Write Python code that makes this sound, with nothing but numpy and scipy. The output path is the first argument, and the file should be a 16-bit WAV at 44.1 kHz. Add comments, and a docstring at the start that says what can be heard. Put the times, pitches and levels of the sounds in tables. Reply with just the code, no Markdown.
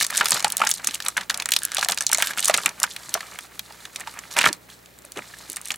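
"""Small items worked out of a plastic tray

Hands work items out of a thin moulded tray indoors: noise bursts make the snapping creases, popping cups
and bumps on a cloth-covered table. A sliding finger creaks as uneven slips ring the taut wall, and tiny
noise grains rustle between. Shaped noise and low sine tones make room air, microphone hiss and mains hum."""
import sys
import numpy as np
from scipy import signal
from scipy.fft import rfft, irfft, next_fast_len
from scipy.io import wavfile
from scipy.ndimage import uniform_filter1d, minimum_filter1d, map_coordinates

SR = 44100
rng = np.random.default_rng(int(sys.argv[2]) if len(sys.argv) > 2 else 0)


def master(y):
    """Save y as 16-bit WAV."""
    cut = np.clip(np.atleast_2d(y).T, -1, 1)
    pcm = np.round(cut * 32767)  # scale
    wavfile.write(sys.argv[1], SR, pcm.astype(np.int16))


def magnitude_from_level(level_db):
    """Linear magnitude for a level in decibels (20 dB per decade)."""
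    exponent = np.asarray(level_db, float) / 20
    return 10 ** exponent


N = 254456
CLOCK = np.arange(N) / SR  # seconds

# creases buckling: t/s, level/dB, ring f/Hz, sizzle level relative to the crack/dB
CREASE_SNAPS = [(0.0094, -8, 6790, -8), (0.019, -20, 4160, -10), (0.0247, -9, 6780, -1),
                (0.0293, -6.5, 5500, -16), (0.0422, -13, 5500, -9), (0.0464, -9.5, 5440, -7),
                (0.0653, -11.5, 7600, -7), (0.101, -20, 4630, -10), (0.1052, -15, 9300, -12),
                (0.1491, -16, 3920, -16), (0.158, -13, 3840, -13), (0.171, -7, 7310, -14),
                (0.176, -2.5, 7400, -21), (0.1994, -14, 5570, -15), (0.2109, -14, 3770, -3),
                (0.2289, -25, 3800, -8), (0.2443, -17, 3940, -1), (0.2563, -4, 4170, -6),
                (0.2838, -10.5, 9300, -11), (0.2939, -16, 8980, -13), (0.3062, -3, 8140, -39),
                (0.3182, 0.5, 5900, -38), (0.3726, -19, 5300, -4), (0.3945, -14, 4340, -17),
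                (0.403, -13.5, 4430, -15), (0.4249, -17, 5960, -18), (0.4444, -3, 3570, -42),
                (0.4793, -15, 6870, -18), (0.5013, -18.5, 3710, 6), (0.5212, -9.5, 7950, -8),
                (0.5686, -10, 6800, 6), (0.5788, -15, 7600, -18), (0.5947, -19, 3840, -21),
                (0.6365, -27, 3620, -14), (0.6492, -14, 7750, -2), (0.6709, -1.5, 6300, -16),
                (0.6909, -8.5, 8830, -14), (0.7, -14, 9120, -15), (0.7056, -11, 8790, -7),
                (0.7133, -2, 5350, -9), (0.7382, -12.5, 6340, -7), (0.845, -12.5, 6400, -3),
                (0.8714, -2, 7100, -20), (0.8864, -24, 4060, -18), (0.9088, -19.5, 3160, -17),
                (0.9412, -15.5, 3730, -19), (0.9453, -12, 8650, -13), (0.9524, -17, 3280, -14),
                (1.0021, -16, 4380, -11), (1.0224, -17.5, 4330, -16), (1.049, -22, 8900, -18),
                (1.062, -11.5, 3320, -27), (1.0834, -5.5, 8100, -14), (1.1707, -10.5, 7200, -15),
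                (1.2096, -18.5, 3840, -29), (1.2965, -10, 3780, -9), (1.2994, -7, 4180, -21),
                (1.3067, -12, 3720, -25), (1.3428, -10.5, 4930, -22), (1.3743, -15.5, 8140, -18),
                (1.3992, -11, 4750, -17), (1.4213, -15.5, 3220, -12), (1.4571, -10, 6250, -4),
                (1.4885, -13.5, 8600, -25), (1.5065, -20, 8750, -21), (1.5189, -1, 3560, -7),
                (1.5359, -5, 3500, -20), (1.5633, 0, 4020, -31), (1.5874, -17, 7520, -8),
                (1.6327, -13.5, 8240, -4), (1.6506, -7, 8640, 0), (1.7175, -14, 5960, -23),
                (1.7462, -10, 8100, -19), (1.7684, -7.5, 3980, -18), (1.782, -9.5, 4240, -23),
                (1.7913, -12, 3560, -16), (1.8103, -10.5, 4400, -18), (1.8267, -12, 5170, -20),
                (1.833, -17, 5200, -17), (1.8462, -7.5, 5010, -15), (1.8856, -6, 4400, -2.5),
                (1.8984, -10.5, 3400, -15), (1.91, -14.5, 9000, -12), (1.9197, -6.5, 4200, -19),
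                (1.945, -21, 7900, -4), (1.9744, -11, 3260, -19), (1.9846, -10.5, 5290, -17),
                (2.0073, -6.5, 7140, -20), (2.0218, -13, 7090, -18), (2.0657, -1, 6500, -18),
                (2.0916, -15, 4310, -17), (2.1151, -8, 5460, -10), (2.1301, 1, 8300, -17),
                (2.146, -2.5, 6530, -17), (2.173, -12, 6700, -22), (2.1829, -9.5, 6900, -15),
                (2.1944, -17, 7850, -18), (2.1994, -18, 4120, -8), (2.2228, -6, 2870, 4.5),
                (2.2712, -13.5, 3620, 3), (2.3336, -22, 4260, -21), (2.3835, -13, 3010, -22),
                (2.393, -9.5, 7300, -20), (2.4034, -12, 8080, -16), (2.4269, -14, 3500, -18),
                (2.4454, -6, 7300, -13), (2.4553, -2.5, 7100, -19), (2.4777, -9, 7660, -3),
                (2.4813, -2, 8460, -19), (2.4966, -9, 7150, -17), (2.5411, 0, 3800, -29),
                (2.5745, -8, 7730, -17), (2.6338, -19.5, 3940, -7), (2.6589, -2.5, 7900, -11),
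                (2.6908, -15.5, 6750, -22), (2.8, -13.5, 8150, -19), (2.8305, -0.5, 6400, -15),
                (2.8374, -10.5, 7700, -14), (2.9632, -19, 3160, -4), (3.0918, -19.5, 6400, -18),
                (3.1403, -2, 5900, 0.5), (3.2061, -20, 3730, -17), (3.3877, -22.5, 3050, 3),
                (3.4077, -30, 7310, -21), (3.5927, -15.5, 3900, 0.5), (3.7223, -29.5, 4200, -8),
                (3.8521, -22.5, 3220, -26), (3.9594, -14, 5230, -14), (3.9973, -25, 7360, -11),
                (4.0054, -22, 7460, -16), (4.0726, -24.5, 3560, -19), (4.1894, -19.5, 6600, -17),
                (4.326, -26, 6520, -20), (4.3665, -12, 3490, -12), (4.3869, -1, 7300, -25),
                (4.4164, -10, 3880, -22), (4.429, -14.5, 3060, -16), (4.4558, -5, 3140, -31),
                (4.4734, -15, 4210, -23), (4.5281, -10, 5870, -16), (4.7002, -32.5, 3500, -19),
                (4.8584, -33.5, 3800, -21), (4.9873, -32.5, 8400, -20), (5.02, -37, 6690, -1),
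                (5.0499, -29, 9050, -19), (5.1193, -24.5, 5950, 2), (5.1721, -22, 3630, -21),
                (5.2864, -34, 5850, -20), (5.3862, -31.5, 8300, -4), (5.4989, -17, 9400, -14),
                (5.5184, -22, 8850, -9.5), (5.5298, -23.5, 8900, -13), (5.5602, -17, 6820, -9),
                (5.5672, -15.5, 8500, -18), (5.6138, -24.5, 8700, -9), (5.6554, -19.5, 8700, -14),
                (5.673, -23, 7200, -14), (5.684, -21.5, 8730, -14), (5.7049, -12.5, 2930, -12),
                (5.7172, -12.5, 6350, -21), (5.7402, -23, 3290, -9), (5.758, -27, 8850, -14)]
# hollow cups flipping: t/s, level before trims/dB, ring f/Hz
CUP_POPS = [(0.009, -10, 1870), (0.028, -24, 2010), (0.046, -22, 1950), (0.101, -20, 1850),
            (0.125, -21, 1250), (0.148, -21, 2010), (0.209, -4, 1430), (0.257, -16.5, 1500),
            (0.284, -26, 1680), (0.319, -13, 1650), (0.445, -7, 876), (0.467, -18.5, 864),
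            (0.601, -15.5, 830), (0.616, -5.5, 1350), (0.636, -11.5, 890), (0.667, -15.5, 1850),
            (0.671, -18, 1530), (0.696, -20, 2440), (0.842, -21, 2580), (0.871, -19.5, 1980),
            (0.886, -20.5, 2460), (1.002, -23.5, 1670), (1.061, -24, 1470), (1.084, -20.5, 1235),
            (1.167, -13.5, 1600), (1.176, -9.5, 1610), (1.211, -23.5, 1830), (1.299, -9.5, 1480),
            (1.342, -22, 2580), (1.398, -17, 2380), (1.421, -25.5, 1770), (1.456, -18.5, 1800),
            (1.488, -16.5, 2120), (1.519, -15, 2600), (1.563, -17, 2680), (1.718, -24, 1600),
            (1.767, -20, 1500), (1.783, -15, 733), (1.827, -10, 1560), (1.858, -24, 720),
            (1.885, -16.5, 1600), (1.893, -18, 714), (1.923, -25, 1510), (1.974, -21, 1600),
            (2.007, -19.5, 1700), (2.097, -22.5, 845), (2.126, -11.5, 1490), (2.147, -14.5, 2100),
            (2.183, -19.5, 660), (2.202, -16.5, 2060), (2.223, -9, 1490), (2.307, -19, 1730),
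            (2.333, -25, 2140), (2.373, -19, 1460), (2.383, -20, 2570), (2.392, -15.5, 2510),
            (2.434, -21, 2610), (2.482, -15, 1230), (2.496, -6, 653), (2.54, -3.5, 2800),
            (2.581, -12, 1480), (2.659, -5.5, 2720), (2.69, -22, 2270), (2.837, -9, 1430),
            (2.962, -25.5, 2630), (3.15, -14.5, 703), (3.174, -25, 1080), (3.206, -23, 1710),
            (3.228, -29, 1310), (3.356, -31, 2060), (3.388, -24, 1430), (3.593, -25, 2300),
            (3.705, -35.5, 905), (3.853, -28.5, 2000), (3.958, -27.5, 2330), (4.01, -25.5, 1970),
            (4.072, -21.5, 886), (4.188, -27, 2030), (4.236, -33, 2110), (4.366, -11.5, 2020),
            (4.387, -3.5, 2540), (4.411, -7.5, 2580), (4.44, -4.5, 1960), (4.45, -11, 1800),
            (4.461, -3, 1400), (5.045, -38, 573), (5.221, -31.5, 2050), (5.337, -32, 1870),
            (5.568, -26, 1980), (5.663, -31, 2690), (5.704, -16, 2640), (5.716, -24, 2270),
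            (5.742, -32, 1570)]


def snaps():
    """Each crease lets go at once: a dry crack, strongest where that facet rings, and a thin sizzle."""
    s, db, ring_hz, sizzle_db = np.transpose(CREASE_SNAPS)
    # a fixed time plus 37 cycles of the ring, to fall by 60 dB
    t60 = np.clip(0.0044 + 37 / ring_hz, 0.003, 0.09)

    def crack_colour(hz):
        return hump(hz, ring_hz[:, None], 0.26) + 0.71 * hump(hz, 5120, 0.48)

    def sizzle_colour(hz):
        return hump(hz, 8700, 0.5)

    crack = bursts(s, db, t60, crack_colour, rise_s=0.0003, size=3072)
    sizzle = bursts(s, db + sizzle_db, 0.18 * t60, sizzle_colour, rise_s=0.00021, size=2048)
    return crack + sizzle


def pops():
    """A cup wall flips over: big cups ring clearly, small ones less purely and weaker; the lowest notes are cut
    away."""
    s, db, ring_hz = np.transpose(CUP_POPS)
    t60 = np.clip(0.0051 + 35 / ring_hz, 0.006, 0.12)
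    small = np.clip(np.log2(ring_hz / 900), 0, 2)  # octaves of ring above a big cup

    def ring_colour(hz):
        return hump(hz, ring_hz[:, None], (0.06 + 0.04 * small)[:, None])

    def slap_colour(hz):
        return hump(hz, np.sqrt(1600 * ring_hz)[:, None], 0.71)

    ring = bursts(s, db - 3.5 - 1.2 * small, t60, ring_colour, rise_s=0.0006, size=4096)
    slap = bursts(s, db - 3.5, np.full(len(s), 0.028), slap_colour, rise_s=0.00046, size=4096)
    # three gentle bass cuts in a row
    return filtered(ring + slap, lambda hz: (1j * hz / (1j * hz + 330)) ** 3)


def bumps():
    """The tray meets the table, and cloth softens the contact: a dull low knock."""
    # knocks on the table: t/s, level/dB, f/Hz
    knocks = [(0.209, -41, 234), (0.337, -35.5, 150), (0.447, -44, 140), (0.879, -39, 252),
              (2.378, -43, 180), (2.54, -39, 168), (2.658, -38, 262), (3.084, -46, 200), (3.152, -35, 473),
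              (4.384, -43, 243), (4.462, -29.5, 320), (4.469, -31.5, 135), (4.502, -31, 260),
              (5.171, -30.5, 394), (5.181, -38.5, 197), (5.496, -41, 348)]
    s, db, knock_hz = np.transpose(knocks)

    def knock_colour(hz):
        return hump(hz, knock_hz[:, None], 0.29)

    return bursts(s, db, np.full(len(s), 0.09), knock_colour, rise_s=0.0055, size=4096)


def creak():
    """A finger sticks and slips on taut plastic at an uneven rate; every slip rings the wall."""
    # one list of points per slide: t/s, relative level/dB, rate/slips per s
    slides = [
        [(.085, -61, 70), (.14, -34.5, 136), (.205, -40, 150)],
        [(1.61, -37, 110), (1.7, -45.5, 106), (1.755, -36, 160)],
        [(2.185, -35, 230), (2.25, -37, 310), (2.32, -39.5, 196)],
    ]
    # resonances of the taut wall: f/Hz, width/Hz, relative level/dB
    resonances = [(1620, 380, 3), (3780, 3500, -4.5), (6800, 810, -16)]
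    slips = np.zeros(N)
    for rows in slides:
        s, db, rate = np.transpose(rows)
        sliding = (CLOCK > s[0]) & (CLOCK < s[-1])
        speed = np.interp(CLOCK, s, rate) * sliding
        # one slip each time the running count passes a whole number
        at = np.flatnonzero(np.diff(np.floor(np.cumsum(speed) / SR)))
        chance = rng.standard_normal((len(at), 2))
        at = at + (0.08 * chance[:, 0] * SR / speed[at]).astype(int)
        strength = magnitude_from_level(np.interp(at / SR, s, db) + 1.5 * chance[:, 1])
        # fewer slips per second are each made stronger, to hold the level
        slips[at] = strength * np.sqrt(SR / np.interp(at / SR, s, rate))

    def resonance(hz, centre_hz, width_hz):
        damping = 1j * hz * width_hz
        return damping / (centre_hz * centre_hz - hz * hz + damping)

    def wall_response(hz):
        return sum(magnitude_from_level(db) * resonance(hz, centre_hz, width_hz) ** 2
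                   for centre_hz, width_hz, db in resonances)

    return magnitude_from_level(15.5) * filtered(slips, wall_response)


def film_rustle():
    """Thin plastic rustles under the hands and after each snap; gentle touches hiss more and tick less."""
    # colour of the thin plastic: f/Hz, relative level/dB per Hz
    film_colour = [(1180, -7.5), (2000, -3.5), (2200, -5), (2400, -11), (4050, 5.5), (7570, -1.5),
                   (14500, -12.5), (16000, -35)]
    moved = magnitude_from_level(handling(column=1)) + crumpling(column=2)
    level = np.hypot(moved, settling(CREASE_SNAPS, under_db=-22.5, t60=0.075))
    gentle = np.clip((-36 - 20 * np.log10(level)) / 10, 0, 1)
    return level * rustle(film_colour, [2500, 13000], count=3000, t60=0.012, spread_db=3.5,
                          width=0.42, hiss=0.22 + 1.47 * gentle)


def hollow_rustle():
    """The hollow cups give a lower rustle under the hands and after each pop."""
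    # colour of the hollow cups: f/Hz, relative level/dB per Hz
    hollow_colour = [(90, -13), (180, 1), (320, -7.5), (500, -7), (800, -6), (1600, -7.5), (2300, -9),
                     (3000, -13), (5000, -43)]
    moved = magnitude_from_level(handling(column=2)) + crumpling(column=3)
    level = np.hypot(moved, settling(CUP_POPS, under_db=-20, t60=0.15))
    return level * rustle(hollow_colour, [700, 2600], count=2000, t60=0.025, spread_db=3.5,
                          width=0.72, hiss=0.43)


def rustle(spectrum, span_hz, count, t60, spread_db, width, hiss):
    """Many tiny creases of unequal size, each with its own colour, over the hiss of skin on plastic."""
    draw = rng.random((count, 3))
    low, high = np.log(span_hz)
    centre_hz = np.exp(low + (high - low) * draw[:, 1:2])
    sizes_db = -spread_db * np.log(draw[:, 2] + 0.01)
    grains = bursts(draw[:, 0] * N / SR, sizes_db, np.full(count, t60),
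                    lambda hz: hump(hz, centre_hz, width), rise_s=0.0003, size=512)
    # grains spread evenly on log frequency fall 3 dB an octave until levelled
    grains = unit(filtered(grains, np.sqrt))
    mixed = (grains + hiss * rng.standard_normal(N)) / np.sqrt(1 + hiss ** 2)
    return unit(filtered(mixed, lambda hz: magnitude_from_level(along(spectrum, hz))))


def handling(column):
    """Rustle level in dB as the hands move; fingers never move evenly, so it wavers at random."""
    # hand movement, before the wavering: t/s, film rustle level/dB, hollow rustle level/dB
    movement = np.transpose([(0, -46, -46), (.25, -34, -37), (.55, -45, -41.5), (.75, -36.5, -48.5),
                             (.95, -47.5, -45.5), (1.2, -45.5, -56), (1.45, -55, -58), (1.55, -40.5, -49),
                             (1.9, -47.5, -50), (2.35, -46, -45.5), (2.75, -43.5, -49.5), (3.2, -41, -48),
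                             (3.5, -50, -51), (3.85, -45.5, -53.5), (4.25, -46.5, -50.5), (4.6, -52.5, -61),
                             (5.05, -53.5, -59), (5.38, -40.5, -49), (5.77, -53, -58)])
    waver_db = 2.5 * map_coordinates(rng.standard_normal(150), [25 * CLOCK])  # 25 random points a second
    return np.interp(CLOCK, movement[0], movement[column]) + waver_db


def crumpling(column):
    """A squeeze crumples a whole patch: rustle amplitude with a quick rise, a hold and a release."""
    # squeezes: start t/s, length/s, film rustle level/dB, hollow rustle level/dB
    squeezes = [(0, 0.028, -18.5, -47), (0.137, 0.24, -34, -44), (0.324, 0.054, -26.5, -35),
                (0.58, 0.11, -37, -48), (0.837, 0.14, -43.5, -53), (1.041, 0.058, -51, -42.5),
                (1.169, 0.068, -46.5, -40.5), (1.308, 0.12, -51, -45), (1.51, .07, -44, -52),
                (1.756, 0.094, -38, -42), (1.889, 0.042, -32, -30), (2.013, 0.023, -36, -39),
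                (2.184, 0.13, -31, -43.5), (2.369, .14, -26.5, -45.5), (2.53, 0.14, -35, -41),
                (2.819, 0.035, -40, -38.5), (3.301, 0.045, -47, -51), (3.991, 0.028, -44, -44),
                (4.131, 0.063, -66, -49), (4.308, 0.16, -38.5, -46), (4.364, 0.046, -27.5, -28.5),
                (4.437, 0.052, -25, -23), (4.49, 0.059, -51, -46.5), (4.689, .05, -49.5, -56),
                (5.16, 0.032, -44, -39), (5.644, 0.054, -44, -64)]
    squeeze_s, let_go_s = 0.01, 0.035  # time to rise and to fall by 60 dB
    power = np.zeros(N)
    for row in squeezes:
        rise_db = 60 * np.minimum(CLOCK - row[0], 0) / squeeze_s
        fall_db = -60 * np.maximum(CLOCK - row[0] - row[1], 0) / let_go_s
        power += magnitude_from_level(np.maximum(row[column] + rise_db + fall_db, -150)) ** 2
    return np.sqrt(power)


def settling(rows, under_db, t60):
    """Rustle amplitude stirred up by each snap or pop, dying away after it."""
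    s, db = np.transpose(rows)[:2]
    kicks = np.bincount(np.round(s * SR).astype(int), magnitude_from_level(db) ** 2, N)[:N]
    fade = magnitude_from_level(-60 * CLOCK[:SR // 2] / t60) ** 2
    power = np.abs(signal.fftconvolve(kicks, fade)[:N])
    return magnitude_from_level(under_db) * np.sqrt(power)


def after_ring(tray):
    """The tray's own sheet keeps ringing briefly after each sound."""
    # decay of the plastic sheet: f/Hz, time to fall by 60 dB/s
    sheet_decay = [(300, 0.056), (850, 0.11), (2000, 0.012), (6000, 0.07), (14000, 0.0022)]
    return magnitude_from_level(-15.0) * tail(tray, sheet_decay, delay_s=0.001442)


def room(tray):
    """The room answers faintly, its low notes lasting longest."""
    # decay of the room: f/Hz, time to fall by 60 dB/s
    room_decay = [(300, 0.97), (1500, 0.14), (4000, 0.11), (10000, 0.037)]
    return magnitude_from_level(-30.5) * tail(tray, room_decay, delay_s=0.011)


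def background():
    """Steady air and hiss, alike in both channels only at the extremes, with slightly unsteady mains hum."""
    # colour of room air and hiss: f/Hz, relative level/dB per Hz
    air_colour = [(15, -40), (25, -24), (63, -6), (187, -0.5), (240, 0.5), (617, -2), (1180, -8.5),
                  (1930, -7), (3230, -14), (8140, -20), (15700, -15), (16400, -32)]
    # left-right likeness of the air: f/Hz, likeness/0-1
    likeness = [(60, 0.8), (180, 0.52), (550, 0.07), (1650, 0), (5000, 0), (15000, 1)]
    # mains hum tones: f/Hz, relative level/dB
    hum_tones = [(59.2, -67), (118.4, -67.5), (177.6, -69)]

    def mid_side(hz):
        turn = np.arccos(np.clip(along(likeness, hz), 0, 1)) / 2
        return magnitude_from_level(along(air_colour, hz)) * [np.cos(turn), np.sin(turn)]

    mid, side = filtered(rng.standard_normal((2, N)), mid_side)
    air = magnitude_from_level(-53) * unit(np.array([mid + side, mid - side]))
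    waver = magnitude_from_level(map_coordinates(rng.standard_normal(60), [8 * CLOCK]))
    hum = sum(magnitude_from_level(db + 5.5) * np.sin(2 * np.pi * hz * CLOCK) for hz, db in hum_tones)
    return air + waver * hum


def bursts(s, peak_db, t60, colour, rise_s, size):
    """One noise burst per row with its own colour and decay; sudden release excites every mode at once."""
    t = np.arange(size) / SR
    hz = np.fft.rfftfreq(size, 1 / SR) + 1
    noise = irfft(rfft(rng.standard_normal((len(s), size))) * colour(hz), size)
    shape = magnitude_from_level(-60 * t / t60[:, None]) * (1 - np.exp(-t / rise_s))
    shape = shape / shape.max(axis=1, keepdims=True)
    wave = noise * shape
    # as much energy as a tone of this peak level under the same shape
    gain = magnitude_from_level(peak_db) * np.linalg.norm(shape, axis=1) / np.linalg.norm(wave, axis=1) / np.sqrt(2)
    onset_delay_s = 0.27 / 343  # each burst starts slightly later than its listed time, less its rise
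    start = np.round(np.maximum(s + onset_delay_s - rise_s, 0) * SR).astype(int)
    at = start[:, None] + np.arange(size)
    return np.bincount(at.ravel(), (wave * gain[:, None]).ravel(), N + SR)[:N]


def tail(x, decay, delay_s):
    """A diffuse answer, different in each channel, each frequency dying at its own speed."""
    hz, t, z = signal.stft(rng.standard_normal((2, SR // 3)), SR, nperseg=64)
    fading = magnitude_from_level(-60 * t / along(decay, hz)[:, None])
    answer = signal.istft(z * fading, SR, nperseg=64)[1]
    late = np.pad(x, (round(delay_s * SR), 0))[None]
    return signal.fftconvolve(late, answer / np.linalg.norm(answer[0]), axes=1)[:, :N]


def hump(hz, centre_hz, width):
    """A smooth spectral hump, width in natural-log units."""
    return np.exp(-0.5 * (np.log(hz / centre_hz) / width) ** 2)


def unit(x):
    """Scaled to rms 1."""
    return x / np.sqrt(np.mean(x ** 2) + 1e-20)


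def along(points, hz):
    """Reads between (Hz, value) points on a log frequency axis."""
    f, v = np.transpose(points)
    return np.interp(np.log(hz + 1), np.log(f + 1), v)


def filtered(x, response):
    """Reshapes the spectrum of x by a response that depends on frequency."""
    m = next_fast_len(N + 8192)
    return irfft(rfft(x, m) * response(np.fft.rfftfreq(m, 1 / SR)), m)[..., :N]


def scene():
    """The tray leans to the right by a changing amount as the hands move it, over the background."""
    tray = snaps() + pops() + bumps() + creak() + film_rustle() + hollow_rustle()
    heard = tray + after_ring(tray) + room(tray)
    # left level minus right level, in dB
    pan_db = np.interp(CLOCK, [0, 3, 4.2, 5.77], [-0.44, -1.0, -2.0, -0.98])
    return heard * magnitude_from_level([pan_db / 2, -pan_db / 2]) + background()


def roll_off(x):
    """The treble ends steeply here."""
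    return signal.sosfilt(signal.butter(12, 16820, fs=SR, output="sos"), x)


def record(dry):
    """The microphone drops deep bass and dips near 5 kHz; a fast limiter holds peaks at full scale."""
    def microphone(hz):
        treble_end = hz < 16700
        dip = 1 - 0.54 * hump(hz + 1, 4930, 0.3)
        bass_cut = 1 / np.sqrt(1 + (40 / (hz + 1)) ** 4)
        return treble_end * dip * bass_cut

    heard = filtered(dry, microphone)
    needed = 1 / np.maximum(np.abs(heard).max(axis=0), 1)
    # the gain drops just ahead of a peak and moves smoothly; sizes in samples
    gain = uniform_filter1d(minimum_filter1d(needed, size=65), size=64)
    return roll_off(heard * gain)


dry = scene()
out = record(dry)
master(out)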